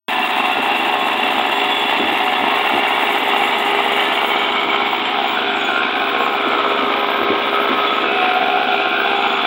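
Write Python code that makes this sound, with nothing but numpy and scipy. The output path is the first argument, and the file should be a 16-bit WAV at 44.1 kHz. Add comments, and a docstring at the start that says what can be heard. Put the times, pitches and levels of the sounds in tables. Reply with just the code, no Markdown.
"""A petrol plate compactor in the open air, crawling over soil and gravel towards the microphone and turning.
Its eccentric shaft slaps the plate on the ground 70 times a second; a worn bearing knocks and sings
under the swinging load. Bands of the rattle shift and swell as the machine nears and turns.
Close up, one bearing tone briefly howls. The one-cylinder engine putters below; stones thump
under the plate, grit hisses and loose steel parts ring."""
import sys
import numpy as np
from scipy import signal
from scipy.fft import rfft, irfft, next_fast_len
from scipy.io import wavfile
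from scipy.ndimage import uniform_filter1d, minimum_filter1d, map_coordinates

SR = 44100
rng = np.random.default_rng(int(sys.argv[2]) if len(sys.argv) > 2 else 0)


def master_out(mix):
    """Clip the mix to full scale and print it as 16-bit PCM to the path in sys.argv[1]."""
    frames = np.transpose(np.atleast_2d(mix))
    ceiling = np.clip(frames, -1, 1)
    pcm = np.round(ceiling * 32767).astype(np.int16)
    wavfile.write(sys.argv[1], SR, pcm)


N = 417186
KNOCKS_PER_TURN, FIRINGS_PER_TURN = 3.775, .3639  # bearing and engine, per turn of the shaft

# The eccentric shaft. Each row: time in seconds, speed in turns per second.
SHAFT_SPEED = [(0, 70.25), (.45, 69.96), (.75, 70.23), (1.4, 69.97), (1.95, 70.28), (2.42, 69.94),
               (2.92, 70.7), (3.5, 69.93), (4.2, 70.36), (4.65, 69.93), (5.05, 70.3), (5.7, 69.34),
               (6.3, 70.18), (6.9, 70.45), (7.35, 69.91), (7.7, 70.46), (8.3, 69.84), (8.8, 69.72),
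               (9.35, 68.9)]
# The machine's path, seen from the microphone. Each row: time in seconds,
# nearness from 0 far to about 1 close, swing of its heading from about -1 to 1.
MACHINE_PATH = [(.1, 0.004, 0.023), (2.2, 0.18, -0.44), (4.0, 0.59, -1.39), (4.6, 0.59, -0.43),
                (5.1, 0.33, -0.12), (5.7, 0.76, 0.99), (6.2, 0.95, 0.37), (6.6, 1.09, -0.97),
                (7.95, 0.98, -0.86), (8.2, 1.17, 0.036), (8.6, 1.01, 1.2), (9.4, 1, 0.082)]
# The leading bearing tones. Each row: multiple of the knock rate, sideband in shaft orders,
# level in dB, gain in dB per unit of nearness, gain in dB per unit of swing.
LEAD_TONES = [(1, 2, -34.5, 5.5, -1.5), (2, 3, -26, -7.5, 2), (4, 3, -47, 15.5, -3.5)]
# The weaker bearing tones. Each row: multiple of the knock rate, sideband in shaft orders, level in dB.
WEAK_TONES = [(1, 1, -45), (1, 3, -37), (1, 4, -41), (1, 6, -32.5), (1, 7, -36.5), (1, 8, -40), (2, 2, -36),
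              (2, 4, -28), (2, 5, -41), (2, 6, -42.5), (2, 7, -48), (3, 7, -41), (3, 2, -35.5),
              (3, 3, -32.5), (3, 4, -29.5), (3, 5, -41.5), (3, 6, -36), (4, 4, -38), (4, 5, -31.5),
              (4, 6, -36), (4, 7, -43), (5, 4, -39), (5, 6, -36.5), (5, 7, -49.5)]
# The shaft's hum. Each row: shaft order, level in dB.
SHAFT_HUM = [(1, -76), (2, -54.5), (3, -47), (4, -44), (5, -39.5), (6, -38.5), (7, -49)]
# The broad sound of the steel body. Each row: frequency in Hz, relative level in dB.
BODY_SPECTRUM = [(150, -44), (230, 0), (430, -2), (520, -24), (1000, -3.5), (1550, -0.5), (2000, -1.5),
                 (3000, 4), (3450, 2.5), (3800, 1), (4100, -10.5), (4500, -18), (5200, -23), (6200, -33),
                 (8000, -50)]
# Bands of the rattle that shift and swell as the machine nears and turns. Each row: centre and width in
# Hz, level in dB, shifts in Hz per unit of nearness and of swing, gains in dB per unit of the same two.
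MOVING_BANDS = [(758, 237, -31.5, -88, 31, 6, 0.5), (901, 230, -22.5, 123, 82, -7, -3.5),
                (1223, 270, -30, 129, 67, 5, -1), (1920, 420, -27.5, 265, 3, -15, -10),
                (2227, 370, -28.5, 133, 74, 3.5, 1.5), (2700, 174, -26.5, 221, 17, -14.5, -7)]
# A loose panel clatters. Each row: middle and half length in seconds, pitch in Hz, level in dB.
PANEL_CLATTERS = [(4.502, 0.47, 2240, -22.5), (4.55, 1.05, 3100, -29.5), (5.747, 0.5, 1520, -26.5),
                  (4.4, .45, 870, -32), (4.6, 0.43, 1300, -27), (6.296, 0.28, 810, -23.5),
                  (6.5, 0.14, 1400, -23), (6.705, 0.32, 1270, -25), (7.705, 0.29, 1295, -23),
                  (8.996, 0.15, 1530, -26), (8.15, 0.18, 2580, -25.5), (8.537, 0.41, 774, -24),
                  (9.15, 0.41, 2660, -30.5), (9.228, 0.21, 830, -22.5), (.8, 0.89, 1230, -34),
                  (1.1, 0.55, 790, -29.5), (3.3, 1, 830, -28), (2.45, 0.23, 875, -28),
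                  (2.9, 0.32, 1440, -37), (4.55, .25, 3290, -32), (5.398, 0.37, 860, -30.5),
                  (6.15, 0.41, 1050, -31), (7.5, 0.64, 1590, -33.5), (8.25, 0.35, 1970, -33)]
# Hard landings of the plate and clanks of the belt guard. Each row: start in seconds, level in dB.
PLATE_LANDINGS = [(.402, -10), (.66, -12), (.857, -13), (1.285, -13), (1.497, -12), (2.276, -13),
                  (2.326, -14), (2.368, -12), (2.44, -13), (2.515, -14), (2.572, -13.5), (2.639, -14),
                  (2.695, -12), (2.766, -14), (2.977, -14), (3.335, -11), (4.245, -13), (4.347, -13),
                  (4.548, -13), (4.674, -14), (4.747, -14), (4.932, -13), (5.186, -13), (5.259, -15),
                  (5.416, -13), (5.546, -14), (6.006, -14), (6.206, -12), (6.264, -14), (6.55, -12),
                  (7.045, -12), (7.189, -14), (7.573, -15), (8.258, -11), (8.571, -10), (9.002, -13),
                  (9.189, -13), (9.245, -13), (9.304, -13)]
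BELT_GUARD_CLANKS = [(.228, -17), (.53, -20), (.742, -21), (.797, -19), (.853, -19.5), (1.229, -20),
                     (1.646, -20), (1.722, -21), (2.219, -21), (2.279, -18), (2.331, -20), (2.421, -20),
                     (2.817, -20), (2.929, -18), (3.073, -21), (3.36, -21), (3.814, -21), (4.175, -19),
                     (4.236, -22)]
# The modes these blows ring. Each row: frequency in Hz, relative level in dB.
PLATE_RING = [(770, -2), (850, -4), (950, -4.5), (1090, -2.5), (1280, -2), (1450, -5.5), (2250, -18),
              (3100, -10)]
BELT_GUARD_RING = [(2690, -3), (2780, 5), (2870, -7)]
# The colours of muffler, pounded soil and grit. Each row: frequency in Hz, relative level in dB.
MUFFLER_SPECTRUM = [(60, -52), (100, -24.5), (128, -15.5), (153, -27), (178, -20.5), (205, -4.5), (250, 3),
                    (305, -1), (380, -2.5), (530, -9.5), (575, -7), (700, -5), (950, -10.5), (2500, -31),
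                    (6000, -64)]
SOIL_SPECTRUM = [(25, -55), (50, -45), (100, -14.5), (140, -22.5), (165, -31), (190, -18), (230, -1.5),
                 (350, 2), (450, -5.5), (600, -7), (1200, -31), (3000, -83)]
GRIT_SPECTRUM = [(3500, -11), (5000, -13), (6300, 1), (7800, 6), (9000, 4.5), (12000, 2), (14000, 3),
                 (15700, 6.5)]
# Stones under the plate. Each row: start in seconds, relative peak level in dB.
STONE_THUMPS = [(0.569, -14.5), (1.233, -16), (1.354, -19), (1.989, -11.5), (2.04, -21), (2.095, -18.5),
                (2.408, -15.5), (2.731, -12.5), (4.63, -17), (6.452, -14), (6.525, -18), (6.816, -12.5),
                (7.199, -14.5), (7.295, -9.5), (7.688, -11.5), (8.008, -15)]
# The pulley rings louder. Each row: middle and half length in seconds, level in dB.
PULLEY_SPELLS = [(1.68, 0.5, -33.5), (1.788, 0.038, -34), (2.37, 0.035, -33), (5.447, 0.16, -33.5),
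                 (7.86, 0.066, -30.5), (9.4, 0.3, -31.5)]
# The belt guard rings on. Each row: middle and half length in seconds, pitch in Hz, level in dB.
BELT_GUARD_SPELLS = [(.5, 0.91, 2676, -32.5), (.7, 1, 2767, -29.5), (1.8, 0.28, 2760, -32),
                     (2.6, 0.76, 2775, -29.5), (3.1, 1, 2280, -30.5)]
# Loose bolts and brackets. Each row: pitch in Hz, usual level in dB.
LOOSE_PARTS = [(6934, -66), (7531, -71), (7973, -73), (10153, -69), (10794, -68.5), (11784, -67.5),
               (12279, -69), (13491, -68), (14530, -64), (15649, -54.5)]
# One part jingles out. Each row: middle and half length in seconds, pitch in Hz, level in dB.
JINGLE_SPELLS = [(1.5, .7, 7531, -53), (1.8, .8, 11784, -55), (3.3, .3, 14530, -50), (3.6, .5, 7531, -55),
                 (3.9, .5, 10794, -57), (4.4, .45, 6934, -56), (5.05, .15, 7531, -55),
                 (4.94, .06, 15649, -47), (5.26, .08, 15649, -46), (5.28, .06, 6934, -52),
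                 (5.5, .15, 7531, -53), (5.7, .13, 6934, -52), (6.25, .07, 14530, -54),
                 (4.7, .25, 7531, -56), (5.6, .25, 7800, -58), (5.7, .2, 6550, -59), (6.4, .4, 7531, -63),
                 (7.1, .25, 14530, -50), (8.45, .12, 14530, -55), (7.55, .18, 10794, -58),
                 (7.7, .25, 14530, -54), (7.95, .18, 6934, -60), (8.3, .12, 10794, -58),
                 (9.3, .13, 6934, -53)]
# Bands that sink at the microphone. Each row: middle and half length in seconds,
# centre and width in Hz, gain in dB.
BAND_DIPS = [(.3, 1.2, 2150, 71, -5), (0.502, 0.33, 2970, 100, -5), (4.5, 3, 570, 25, -6),
             (8.903, 0.85, 612, 34.8, -11.5), (8.9, .5, 1780, 110, -7), (.1, .35, 500, 130, -6.5),
             (1.9, .7, 1540, 80, -4), (3.9, 0.63, 2150, 35, -10), (5.9, 0.43, 660, 30, -6),
             (7.15, 0.83, 1420, 50, -8.5), (7.3, .7, 2920, 100, -2), (8.75, .35, 2130, 60, -8),
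             (9.45, .25, 580, 70, -15)]


def rattle(turns):
    """Rollers knock and the plate slaps under the load, about once a turn; steel scrapes throughout."""
    rollers = pulses(KNOCKS_PER_TURN * turns, jitter_s=.000097, scatter_db=5.5)
    ring = steel_clang(rollers * shaft_load(turns, depth_db=32))
    slap = rng.standard_normal(N) * shaft_load(turns, depth_db=28)
    lowpass = signal.butter(1, 1900, fs=SR, output="sos")
    knocks = unit(signal.sosfilt(lowpass, ring + .7 * slap) * amp(1.5 * wobble(45)))
    knocks = 4.5 * np.tanh(knocks / 4.5)  # the contacts give way, evening out the hardest blows
    scrape = unit(rng.standard_normal(N) * shaft_load(turns, depth_db=-4) * amp(1.02 * wobble(150)))
    bright_scrape = scrape - .52 * signal.sosfilt(lowpass, scrape)
    blows = amp(-10.5) * knocks + amp(-.9) * bright_scrape
    hz, t, spectra = signal.stft(blows * amp(.5 * wobble(25)), SR, nperseg=1024)
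    return signal.istft(spectra * np.sqrt(rattle_power(hz, t)), SR, nperseg=1024)[1][:N]


def shaft_load(turns, depth_db):
    """The force of the eccentric weight peaks once a turn."""
    return unit(amp(depth_db * np.cos(2 * np.pi * turns) / 2))


def steel_clang(blows, t60=.012):
    """Every blow is followed by the short dense ring of welded steel."""
    t = np.arange(SR // 10) / SR
    tail = rng.standard_normal(len(t)) * amp(-60 * t / t60)
    return unit(blows + signal.fftconvolve(blows, tail / np.linalg.norm(tail))[:N])


def bearing_drone(turns):
    """The bearing's knock rate, swung by the load, sings in sidebands; the shaft hums beneath."""
    slip = .03 * wobble(14) + .007 * wobble(60)  # rollers creep in their cage
    mean_speed = turns[-1] * SR / N
    # neighbouring tones take the same path through the steel, so they crest together
    lags = .62 * rng.random(size=64)

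    def tone(multiple, sideband):
        lag = lags[round(multiple * round(KNOCKS_PER_TURN) + sideband)]
        cycles = (multiple * KNOCKS_PER_TURN + sideband) * turns + multiple * slip + lag
        return np.sqrt(2) * np.sin(2 * np.pi * cycles)

    out = np.zeros(N)
    for multiple, sideband, db, near_db, swing_db in LEAD_TONES:
        level = amp(from_microphone(db, near_db, swing_db) + 1.8 * wobble(14) + 1.2 * wobble(3))
        if multiple == 2:  # this tone flutters, and howls near the end
            flutter = unit(amp(4 * np.tanh(wobble(45))))
            level = np.hypot(level * flutter, plate_howl())
        out += level * tone(multiple, sideband)
    closer_db = from_microphone(-4.5, per_nearness=2, per_swing=0)
    for multiple, sideband, db in WEAK_TONES:
        gain = band_gain((multiple * KNOCKS_PER_TURN + sideband) * mean_speed)
        out += amp(db + closer_db + 3.4 * wobble(9)) * gain * tone(multiple, sideband)
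    for order, db in SHAFT_HUM:
        out += amp(db + .86 * wobble(3.8)) * np.sin(2 * np.pi * (order * turns + rng.random()))
    return out


def bearing_tone(turns, cycles_per_turn=8.55165):
    """A steady bearing tone near 600 Hz, heard over the engine's puffs."""
    return amp(-38 + wobble(2.7)) * np.sqrt(2) * np.sin(2 * np.pi * cycles_per_turn * turns)


def plate_howl(start_s=8.1, attack_s=.075, hold_s=.47, fade_db_per_s=22):
    """Envelope of a howl close to the microphone: the plate suddenly takes up one bearing tone."""
    age = np.maximum(np.arange(N) / SR - start_s, 0)
    fade_db = fade_db_per_s * np.maximum(age - hold_s, 0)
    return np.minimum(age / attack_s, 1) * amp(-20 - fade_db + 1.6 * wobble(22))


def hammering(turns, slap_db=1.1, chatter_db=.45, judder_db=.75):
    """Gain of the steel: it surges about once a turn, and more when a roller meets the peak load."""
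    beat = KNOCKS_PER_TURN % 1  # the rollers beat against the nearest shaft orders below and above
    wave = lambda per_turn: np.cos(2 * np.pi * per_turn * turns)
    return unit(amp(slap_db * wave(.97) + chatter_db * wave(1 - beat) + judder_db * wave(beat)))


def rattle_power(hz, t):
    """Power of the body, the moving bands and the clatters at the microphone, by frequency and time."""
    share = lambda shape: shape / shape.mean(axis=0)
    peak = lambda centre_hz, width_hz: share((1 + ((hz[:, None] - centre_hz) / width_hz) ** 2) ** -4.)
    power = share(spectrum_gain(BODY_SPECTRUM, hz)[:, None] ** 2) * amp(-24.5) ** 2
    for rest_hz, width_hz, db, near_hz, swing_hz, near_db, swing_db in MOVING_BANDS:
        level = amp(from_microphone(db, near_db, swing_db, t))
        centre_hz = from_microphone(rest_hz, near_hz, swing_hz, t)
        power = power + peak(centre_hz, width_hz) * level ** 2
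    for middle_s, half_s, centre_hz, db in PANEL_CLATTERS:
        level = amp(db) * swell(middle_s, half_s, t)
        power = power + peak(centre_hz, width_hz=105) * level ** 2
    return power


def band_gain(tone_hz):
    """A tone swells as a band of the rattle moves onto it."""
    hz, t = np.linspace(0, SR / 2, 1024), np.linspace(0, N / SR, 200)
    power = rattle_power(hz, t)[np.searchsorted(hz, tone_hz)]
    return unit(curves(np.c_[t, np.sqrt(power)])[0])


def strikes(blows, modes, t60, attack_s=.0009):
    """Struck steel: each blow rings the same modes, in a slightly different mix."""
    t = np.arange(SR // 10) / SR
    envelope = amp(-60 * t / t60) * (1 - np.exp(-t / attack_s))
    hz, mode_db = np.transpose(modes)
    out = np.zeros(N + len(t))
    for start_s, db in blows:
        sizes = amp(db + mode_db + rng.normal(0, 2.3, len(hz)))
        waves = np.sin(2 * np.pi * (hz[:, None] * t + rng.random((len(hz), 1))))
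        out[round(start_s * SR):][:len(t)] += sizes @ waves * envelope
    return out[:N]


def engine(turns):
    """Belted to the shaft, the engine puffs through its muffler at each firing."""
    puffs = pulses(FIRINGS_PER_TURN * turns, jitter_s=.00009, scatter_db=1.3)
    return amp(-31.7) * coloured(muffler_chambers(puffs), MUFFLER_SPECTRUM)


def muffler_chambers(puffs):
    """Echoes in the muffler's chambers spread every puff in the same way."""
    def allpass(hz):
        echoes = [np.exp(-2j * np.pi * hz * delay_s) for delay_s in (.0023, .0041, .0067)]
        return np.prod([(echo - .5) / (1 - .5 * echo) for echo in echoes], axis=0)
    return filtered(puffs, allpass)


def soil_pounding(turns, steady_db=-35.5, rise_s=.02):
    """The plate pounds the ground and bucks on stones."""
    bucking = np.zeros(N)
    for start_s, db in STONE_THUMPS:
        age = np.maximum(np.arange(N) / SR - start_s, 0) / rise_s
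        bucking += amp(db - 9) * age * np.exp(1 - age)
    pounding = coloured(rng.standard_normal(N) * shaft_load(turns, depth_db=6.5), SOIL_SPECTRUM)
    return np.hypot(amp(steady_db), bucking) * pounding


def grit_bursts(per_second=150, decay_s=.007):
    """Envelope of grit being crushed: small bursts that start sharply and die away."""
    crushes = (rng.random(N) < per_second / SR) * amp(3.3 * np.clip(rng.standard_normal(N), -2, 2))
    return unit(signal.lfilter([1], [1, -np.exp(-1 / (decay_s * SR))], crushes))


def grit_hiss(bursts, level_db, even_share):
    """Grit grinds under the plate, single bursts over an even hiss."""
    grains = rng.standard_normal(N) * (even_share + bursts) * amp(.25 * wobble(390) + .67 * wobble(24))
    return amp(level_db) * coloured(grains, GRIT_SPECTRUM)


def pulley_ring():
    """The shaken pulley holds one clear note that swells now and then."""
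    swells = sum(amp(db) * swell(middle_s, half_s) for middle_s, half_s, db in PULLEY_SPELLS)
    return (amp(-35.5) + swells) * steel_mode(hz=3429, t60=.09, shaking=amp(1.5 * wobble(70)))


def guard_ring():
    """The loose belt guard rings in fits while the machine is still some way off."""
    out = np.zeros(N)
    for middle_s, half_s, hz, db in BELT_GUARD_SPELLS:
        fits = amp(4 * np.tanh(wobble(40)))
        out += amp(db) * swell(middle_s, half_s) * steel_mode(hz, t60=.071, shaking=fits)
    return out


def bolt_jingle(bursts, grit_db):
    """Bolts and brackets jingle faintly with each crush of grit, harder where the grit is loud."""
    out = np.zeros(N)
    shaken_db = .5 * (grit_db - grit_db.mean())
    for hz, db in LOOSE_PARTS:
        # each part works loose, chatters for a moment and settles again
        chatter = (1 + bursts) * amp(3 * wobble(22) + 6.5 * np.tanh(1.5 * wobble(7) - .6))
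        out += amp(db + shaken_db) * steel_mode(hz, t60=.07, shaking=chatter)
    for middle_s, half_s, hz, db in JINGLE_SPELLS:
        chatter = (1 + bursts) * amp(3 * wobble(16))
        out += amp(db) * swell(middle_s, half_s) * steel_mode(hz, t60=.074, shaking=chatter)
    return out


def steel_mode(hz, t60, shaking, skirt_hz=500):
    """A steel mode shaken by noise with the given envelope; a second, wide pole keeps its skirts dark."""
    decay_rates = np.array([np.log(1000) / t60, 2 * np.pi * skirt_hz])
    poles = np.exp((2j * np.pi * hz - decay_rates) / SR)
    return unit(signal.lfilter([1], np.poly(poles), rng.standard_normal(N) * shaking).real)


def band_dips(x):
    """At the microphone, narrow bands sink for a while as the machine moves."""
    hz, t, spectra = signal.stft(x, SR, nperseg=2048)
    dip_db = sum(db * np.exp(-((hz[:, None] - centre_hz) / width_hz) ** 2) * swell(middle_s, half_s, t)
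                 for middle_s, half_s, centre_hz, width_hz, db in BAND_DIPS)
    return signal.istft(spectra * amp(dip_db), SR, nperseg=2048)[1][:N]


def from_microphone(base, per_nearness, per_swing, times=None):
    """A quantity that follows how close the machine is and which side it turns to the microphone."""
    nearness, swing = curves(MACHINE_PATH, times)
    return base + per_nearness * nearness + per_swing * swing


def pulses(cycles, jitter_s, scatter_db):
    """One impulse for each whole cycle, uneven in time and size."""
    onsets = np.flatnonzero(np.diff(np.floor(cycles)))
    timing, size = rng.standard_normal((len(onsets), 2)).T
    when = np.clip(np.round(onsets + jitter_s * SR * timing), 0, N - 1).astype(int)
    return np.bincount(when, amp(scatter_db * size), N)


def swell(middle_s, half_s, times=None):
    """A smooth rise and fall, per sample or at the given times."""
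    t = np.arange(N) / SR if times is None else times
    return np.exp(-((t - middle_s) / half_s) ** 2)


def curves(rows, times=None):
    """Each column after the time, per sample or at the given times."""
    knots_s, *columns = np.transpose(rows)
    t = np.arange(N) / SR if times is None else times
    return [np.interp(t, knots_s, column) for column in columns]


def wobble(rate):
    """A smooth random curve, rate knots a second."""
    knots = rng.standard_normal(int(N * rate / SR) + 4)
    grid = np.linspace(0, N, N // 16)
    return np.interp(np.arange(N), grid, map_coordinates(knots, [grid * rate / SR]))


def coloured(x, spectrum):
    """x through a spectrum, at rms 1."""
    return unit(filtered(x, lambda hz: spectrum_gain(spectrum, hz)))


def spectrum_gain(spectrum, hz):
    """Gain between (Hz, dB) points on a log frequency axis."""
    knots_hz, db = np.transpose(spectrum)
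    return amp(np.interp(np.log(hz + 1), np.log(knots_hz + 1), db))


def filtered(x, response):
    """x through a response given as a function of Hz."""
    size = next_fast_len(N + SR // 4)
    return irfft(rfft(x, size) * response(np.fft.rfftfreq(size, 1 / SR)), size)[..., :N]


def amp(db):
    return 10 ** (np.asarray(db) / 20)


def unit(x):
    return x / np.sqrt(np.mean(x ** 2) + 1e-20)


def scene():
    """The compactor approaches one microphone in the open air; its shaft sets the pace."""
    turns = np.cumsum(curves(SHAFT_SPEED)[0]) / SR
    bursts = grit_bursts()
    grit_db, even_share = curves([(4.22, -43, .8), (4.69, -56, .7)])  # midway the grit thins to a trace
    steel = (rattle(turns) + bearing_drone(turns)) * hammering(turns)
    landings = strikes(PLATE_LANDINGS, PLATE_RING, t60=.022)
    clanks = strikes(BELT_GUARD_CLANKS, BELT_GUARD_RING, t60=.045)
    machine = steel + landings + clanks + engine(turns) + bearing_tone(turns)
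    ground = soil_pounding(turns) + grit_hiss(bursts, grit_db, even_share)
    fittings = pulley_ring() + guard_ring() + bolt_jingle(bursts, grit_db)
    return band_dips(machine + ground + fittings)[None]


def record(dry):
    """The microphone opens after a moment; a limiter holds the peaks and the top treble is cut off."""
    open_s, ceiling, top_hz = .083, .68, 15800
    live = dry * (np.arange(N) / SR > open_s)
    needed_gain = np.minimum(1, ceiling / (np.abs(live) + 1e-9))
    smooth_gain = uniform_filter1d(minimum_filter1d(needed_gain, size=241), size=241)
    return filtered(live * smooth_gain, lambda hz: hz < top_hz)


dry = scene()
out = record(dry)
master_out(out)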